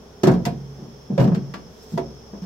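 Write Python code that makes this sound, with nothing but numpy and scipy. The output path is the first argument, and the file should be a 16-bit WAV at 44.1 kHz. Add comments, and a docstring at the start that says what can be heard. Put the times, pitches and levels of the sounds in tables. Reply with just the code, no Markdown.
"""A quiet hum, room air and a narrow hiss sound throughout in a small tiled room.
Hands flex a large, thin-walled oil tin from inside: its panels buckle, each impulse excites the
modes of the walls, and the enclosed air booms as a cavity resonator. A utensil then clacks on the metal.
In a second flurry of knocks an arm brushes the rim, and a hand briefly deadens the walls.
More clacks, faint swishes and softer knocks follow."""
import sys
import numpy as np
from scipy import signal
from scipy.fft import rfft, irfft
from scipy.io import wavfile
from scipy.ndimage import uniform_filter1d

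SR = 44100
rng = np.random.default_rng(int(sys.argv[2]) if len(sys.argv) > 2 else 0)


def master_out(mix):
    """Clip the mix to full scale and print it as 16-bit PCM to the path in sys.argv[1]."""
    frames = np.transpose(np.atleast_2d(mix))
    ceiling = np.clip(frames, -1, 1)
    pcm = np.round(ceiling * 32767).astype(np.int16)
    wavfile.write(sys.argv[1], SR, pcm)


N = 108045

# spread between the ears: frequency_hz, side_db, left_minus_right_db
STEREO_SPREAD = [(60, -16.5, 0.5), (172, -16.5, 1), (348, -8, -1), (700, -5, 0.5), (1400, -0.5, -0.5)]
# steady tones of the hum: pitch_hz, level_db
HUM_TONES = [(63.5, -57), (150.7, -61.5), (463, -67.5)]
# spectrum of the room air: frequency_hz, relative_db
AIR_SPECTRUM = [(42, -15.5), (62, -6), (90, -6.5), (240, -4.5), (320, -16.5), (410, -1.5), (520, -12.5),
                (800, -16), (2100, -30.5), (2900, -32.5), (3300, -26), (3800, -34), (6000, -29.5),
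                (7700, -43), (9800, -44.5), (13000, -43), (16000, -44)]
# spectrum of the hiss: frequency_hz, relative_db
HISS_SPECTRUM = [(4700, -25), (5110, -11), (5215, 9), (5300, -2), (5390, 8.5), (5490, -4.5), (6250, -6.5),
                 (6800, -34), (8000, -47)]
# blows that flex the tin: start_s, contact_s, panel_hz, panel_db, boom_db, body_db, clank_db, tick_db
FLEX_BLOWS = [(0.233, 0.0011, 368.7, -10.5, -11.5, -14.5, -30.5, -30),
              (0.254, 0.0027, 144, -5.5, -43, -16.5, -28.5, -65),
              (0.270, 0.0016, 375, -7.5, -9.5, -9, -29.5, -32),
              (0.280, 0.0043, 135.3, 0, -11.5, -16.5, -24, -68),
              (0.312, 0.0034, 206.6, -8.5, -41, -17, -50, -40.5),
              (0.337, 0.0012, 181, -8.5, -34, -20.5, -43, -48.5),
              (0.779, 0.011, 227, -31, -33, -38, -54, -70), (0.817, 0.0019, 208.6, -29, -36, -41, -73, -62),
              (0.85, 0.0091, 238, -35.5, -37, -43, -73, -71),
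              (1.099, 0.0079, 197.2, -17.5, -17, -25.5, -54.5, -75),
              (1.178, 0.00063, 546, -17.5, -9, -27.5, -31.5, -43.5),
              (1.184, 0.0022, 235.6, -11.5, -35, -14.5, -46, -60),
              (1.194, 0.0076, 130.7, -0.5, -16.5, -11.5, -28.5, -36.5),
              (1.240, 0.0016, 176, -14, -9.5, -23.5, -39.5, -45),
              (1.274, 0.0015, 204.6, -12, -28, -21, -42, -50.5),
              (1.314, 0.003, 173.4, -7.5, -32, -26, -42, -65),
              (1.346, 0.0015, 175, -12, -26, -40, -37.5, -44.5),
              (1.368, 0.002, 193.2, -11.5, -24, -27.5, -54, -68),
              (1.921, 0.0016, 220, -25.5, -28, -41, -65, -57),
              (1.938, 0.0052, 158.3, -19.5, -25, -38, -82, -64),
              (2.331, 0.0038, 200.6, -33, -41.5, -34.5, -56.5, -87),
              (2.419, 0.0084, 185, -26, -48, -42, -53, -55)]
# centres of boom, body, clank and tick: frequency_hz
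REGISTER_CENTRES = [150, 450, 1700, 6000]
# normal modes of the tin, the first being a long low ring of the room: pitch_hz, relative_db, t60_s
TIN_MODES = [(138, -12.5, 0.99), (179.2, -10.5, 0.54), (226.6, -12.5, 0.67), (375, -6, 0.28),
             (460, -4.5, 0.13), (548.5, -15, 0.24), (582, -12, 0.16), (661, -5, 0.25), (741, -12, 0.39),
             (889.3, -8.5, 0.13), (975, -9, 0.24), (1036, -13.5, 0.22), (1129, -14.5, .24),
             (1279, -10.5, 0.2), (1629, -21.5, 0.3), (1678, -12.5, 0.13), (1810, -12, 0.13),
             (2693, -20.5, 0.14)]
# dense ring of the panels: frequency_hz, third_octave_db, base_t60_s
CLATTER_BANDS = [(50, -67, 0.59), (89, -40, 0.61), (134.6, -9, 0.63), (237, -5.5, 0.24), (465, -15.5, 0.45),
                 (900, -10.5, 0.21), (1750, -11.5, 0.19), (3500, -7.5, 0.11), (6040, -3, 0.072),
                 (9940, -23.5, 0.21), (12900, -14.5, 0.12), (16100, -23, .1)]
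# firm blows that excite the enclosed air: start_s, level_db
CAVITY_BOOMS = [(0.239, -24), (0.454, -37), (1.204, -32), (1.986, -30)]
# blows of the utensil: start_s, contact_s, panel_hz, panel_db, boom_db, body_db, clank_db, tick_db
UTENSIL_BLOWS = [(0.452, 0.00082, 3610, -54, -31, -40.5, -33, -32),
                 (0.461, 0.004, 699.7, -23.5, -19.5, -20.5, -39.5, -56),
                 (1.538, 0.00091, 1157, -42.5, -33, -36, -35.5, -46),
                 (1.975, 0.0015, 681.4, -21.5, -27, -19, -37.5, -43.5)]
# extra modes that the utensil excites: pitch_hz, relative_db, t60_s
UTENSIL_MODES = [(952, 0.5, 0.17), (1373, -7.5, 0.11), (1970, -1, 0.065), (2460, -18, 0.23),
                 (3394, -7, 0.12), (11200, -9.5, 0.047), (15100, -11, 0.044)]
# strokes along the rim: centre_s, width_s, level_db
RIM_STROKES = [(1.225, 0.037, -49.5), (1.787, 0.11, -61.5), (1.837, 0.02, -57), (1.927, 0.081, -54.5),
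               (2.45, 0.043, -60)]
# spectrum of the rubbing: frequency_hz, relative_db
FRICTION_SPECTRUM = [(1000, -10), (4000, 8), (7500, 5), (10000, -3), (13000, 4), (16000, -5)]
# a hand presses on the wall, then eases off: time_s, gain_db
GRIP_GAIN = [(1.385, -0.5), (1.398, -3), (1.52, 2.5)]

AIR_DB, HISS_START_DB, HISS_RISE_DB_PER_S, HISS_WAVER_DB = -45.5, -59, 2.04, 1.1
PANEL_T60_S, MODE_DB, MODE_SCATTER_DB, MODE_DETUNE = 0.18, -1, 3.5, 0.0039
SPARKLE_HZ, SPARKLE_DB_PER_DB, MEDIUM_TICK_DB = 12000, 0.12, -36
SNAP_DB, SNAP_T60_S = -6, 0.025
ROOM_DB, ROOM_BASS_T60_S, ROOM_TREBLE_T60_S = -21.5, 1, 0.22


def undb(db):
    """Amplitude ratio of a level in decibels."""
    return 10 ** (np.asarray(db) / 20)


def curve_at(hz, points, values):
    """Interpolation on a logarithmic frequency axis."""
    return np.interp(np.log(np.maximum(hz, 1)), np.log(points), values)


def decay(t, t60):
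    """Exponential damping: 60 dB lost in t60 seconds."""
    return np.exp(-np.log(1000) * t / t60)


def build_up(t, contact_s, hz):
    """Onset of a driven vibration, slowed by the contact time and its own period."""
    return 1 - np.exp(-t / np.hypot(contact_s, 1 / hz))


def add(out, start_s, sound):
    """Superposition of a sound from a given time."""
    i = int(start_s * SR)
    n = min(sound.shape[-1], N - i)
    out[..., i:i + n] += sound[..., :n]


def ears(mid, side, hz):
    """Reflections off the tiles add to the direct sound at one ear and subtract at the other."""
    points, side_db, lean_db = np.array(STEREO_SPREAD).T
    sign = np.array([[1], [-1]])
    reflected = sign * side * undb(curve_at(hz, points, side_db))
    return (mid + reflected) * undb(sign * curve_at(hz, points, lean_db) / 2)


def unit_rms(x):
    """Normalisation to unit power."""
    return x / np.sqrt(np.mean(x ** 2))


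def noise(spectrum):
    """Spectral shaping of white noise, in stereo at unit power."""
    hz = np.fft.rfftfreq(N, 1 / SR)
    mid, side = rfft(rng.standard_normal((2, N))) * undb(curve_at(hz, *np.array(spectrum).T))
    return unit_rms(irfft(ears(mid, side, hz), N))


def background(t, wavers_per_s=12):
    """Superposition of pure tones, broadband air and a narrowband hiss that wavers and slowly grows."""
    hum = sum(np.sqrt(2) * undb(db) * np.sin(2 * np.pi * (hz * t + rng.random())) for hz, db in HUM_TONES)
    waver = np.interp(t * wavers_per_s, np.arange(200), rng.standard_normal(200))
    hiss_db = HISS_START_DB + HISS_RISE_DB_PER_S * t + HISS_WAVER_DB * waver
    return undb(AIR_DB) * noise(AIR_SPECTRUM) + undb(hiss_db) * noise(HISS_SPECTRUM) + hum


def upper_modes(low_hz=1437, high_hz=5890, count=22, relative_db=-18.5, t60_s=0.21):
    """The higher normal modes of thin walls: faint, brief and scattered over the treble."""
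    places = (np.arange(count) + rng.random(count)) / count
    return [(low_hz * (high_hz / low_hz) ** p, relative_db + 3 * rng.standard_normal(), t60_s)
            for p in places]


def excitation_db(hz, levels):
    """The excitation spectrum of a blow; harder ticks are brighter."""
    tick_db = levels[-1]
    sparkle_db = tick_db + SPARKLE_DB_PER_DB * (tick_db - MEDIUM_TICK_DB)
    return curve_at(hz, REGISTER_CENTRES + [SPARKLE_HZ], levels + [sparkle_db])


def modal_ring(blows, shared_modes):
    """Free vibration: the struck panel and shared modes ring as damped sines, varying from blow to blow."""
    out, t = np.zeros((2, N)), np.arange(int(1.5 * SR)) / SR
    for start_s, contact_s, panel_hz, panel_db, *levels in blows:
        modes = [(panel_hz, panel_db, PANEL_T60_S)]
        modes += [(hz, MODE_DB + db + excitation_db(hz, levels), t60) for hz, db, t60 in shared_modes]
        for k, (hz, db, t60) in enumerate(modes):
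            scatter, bend, side_shift = rng.standard_normal(3)
            age = t[:int(t60 * SR)]
            phase = 2 * np.pi * hz * (1 + MODE_DETUNE * bend) * age
            amplitude = (-1) ** k * undb(db + MODE_SCATTER_DB * scatter)
            envelope = amplitude * decay(age, t60) * build_up(age, contact_s, hz)
            add(out, start_s, envelope * ears(np.sin(phase), np.sin(phase + np.pi * side_shift), hz))
    return out


def panel_clatter(blows, t60_scale):
    """Modal overlap: after a contact snap, close modes merge into noise that dies into reverberation."""
    out, t = np.zeros((2, N)), np.arange(int(0.8 * SR)) / SR
    points, band_db, base_t60 = np.array(CLATTER_BANDS).T
    octaves = np.log2(np.maximum(np.fft.rfftfreq(N, 1 / SR), 1))
    for hz in 50 * 2 ** (np.arange(26) / 3):  # third-octave bands
        band = np.cos(np.pi / 2 * np.clip(3 * (octaves - np.log2(hz)), -1, 1))
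        mid, side = map(unit_rms, irfft(rfft(rng.standard_normal((2, N))) * band, N))
        mid = mid / np.sqrt(uniform_filter1d(mid ** 2, size=1800) + 0.091)  # evens out chance swells
        panels = decay(t, t60_scale * curve_at(hz, points, base_t60))
        room = undb(ROOM_DB) * decay(t, curve_at(hz, [200, 8000], [ROOM_BASS_T60_S, ROOM_TREBLE_T60_S]))
        snap = undb(SNAP_DB) * hz / (hz + 3000) * decay(t, SNAP_T60_S)
        power = np.zeros(N)  # incoherent sounds add in power
        for start_s, contact_s, _, _, *levels in blows:
            envelope = (panels + room + snap) * build_up(t, contact_s, hz)
            add(power, start_s, (envelope * undb(excitation_db(hz, levels))) ** 2)
        out += undb(curve_at(hz, points, band_db)) * np.sqrt(power) * ears(mid, side, hz)
    return out


def buckling_knocks(tin_modes):
    """Buckling: a panel snaps to a new shape and sets the walls vibrating."""
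    return modal_ring(FLEX_BLOWS, tin_modes) + panel_clatter(FLEX_BLOWS, t60_scale=0.88)


def cavity_boom(t, pitch_hz=64.86, t60_s=0.76, rise_s=0.066):
    """Helmholtz resonance: the air behind the tin's opening swells and rings after a firm blow."""
    out = np.zeros(N)
    tone = np.sin(2 * np.pi * pitch_hz * t) * decay(t, t60_s) * (1 - np.exp(-t / rise_s))
    for start_s, db in CAVITY_BOOMS:
        add(out, start_s, undb(db) * tone)
    return out


def utensil_clacks(tin_modes):
    """Hard impact: a brief contact excites the tin's modes and further bright ones."""
    ring = modal_ring(UTENSIL_BLOWS, tin_modes + UTENSIL_MODES)
    return ring + panel_clatter(UTENSIL_BLOWS, t60_scale=0.91)


def rim_brushes(t):
    """Friction noise: arm and utensil slide along the rim in soft, high swishes."""
    envelope = sum(undb(db) * np.exp(-2 * ((t - centre) / width) ** 2) for centre, width, db in RIM_STROKES)
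    return noise(FRICTION_SPECTRUM) * envelope


def hand_grip(t):
    """Contact damping, as a gain that dips when a hand presses the wall and rises as it eases off."""
    return undb(np.interp(t, *np.array(GRIP_GAIN).T))


def scene():
    """Linear superposition of the tin's sounds and the background."""
    t = np.arange(N) / SR
    tin_modes = TIN_MODES + upper_modes()
    knocks = buckling_knocks(tin_modes) * hand_grip(t)
    return knocks + utensil_clacks(tin_modes) + cavity_boom(t) + rim_brushes(t) + background(t)


def record(dry):
    """Soft saturation rounds the highest peaks; a low-pass filter cuts the top of the treble."""
    rounded = dry / (1 + dry ** 6) ** (1 / 6)
    low_pass = signal.ellip(8, 0.2, 70, 15800, fs=SR, output="sos")
    return signal.sosfilt(low_pass, rounded)


dry = scene()
out = record(dry)
master_out(out)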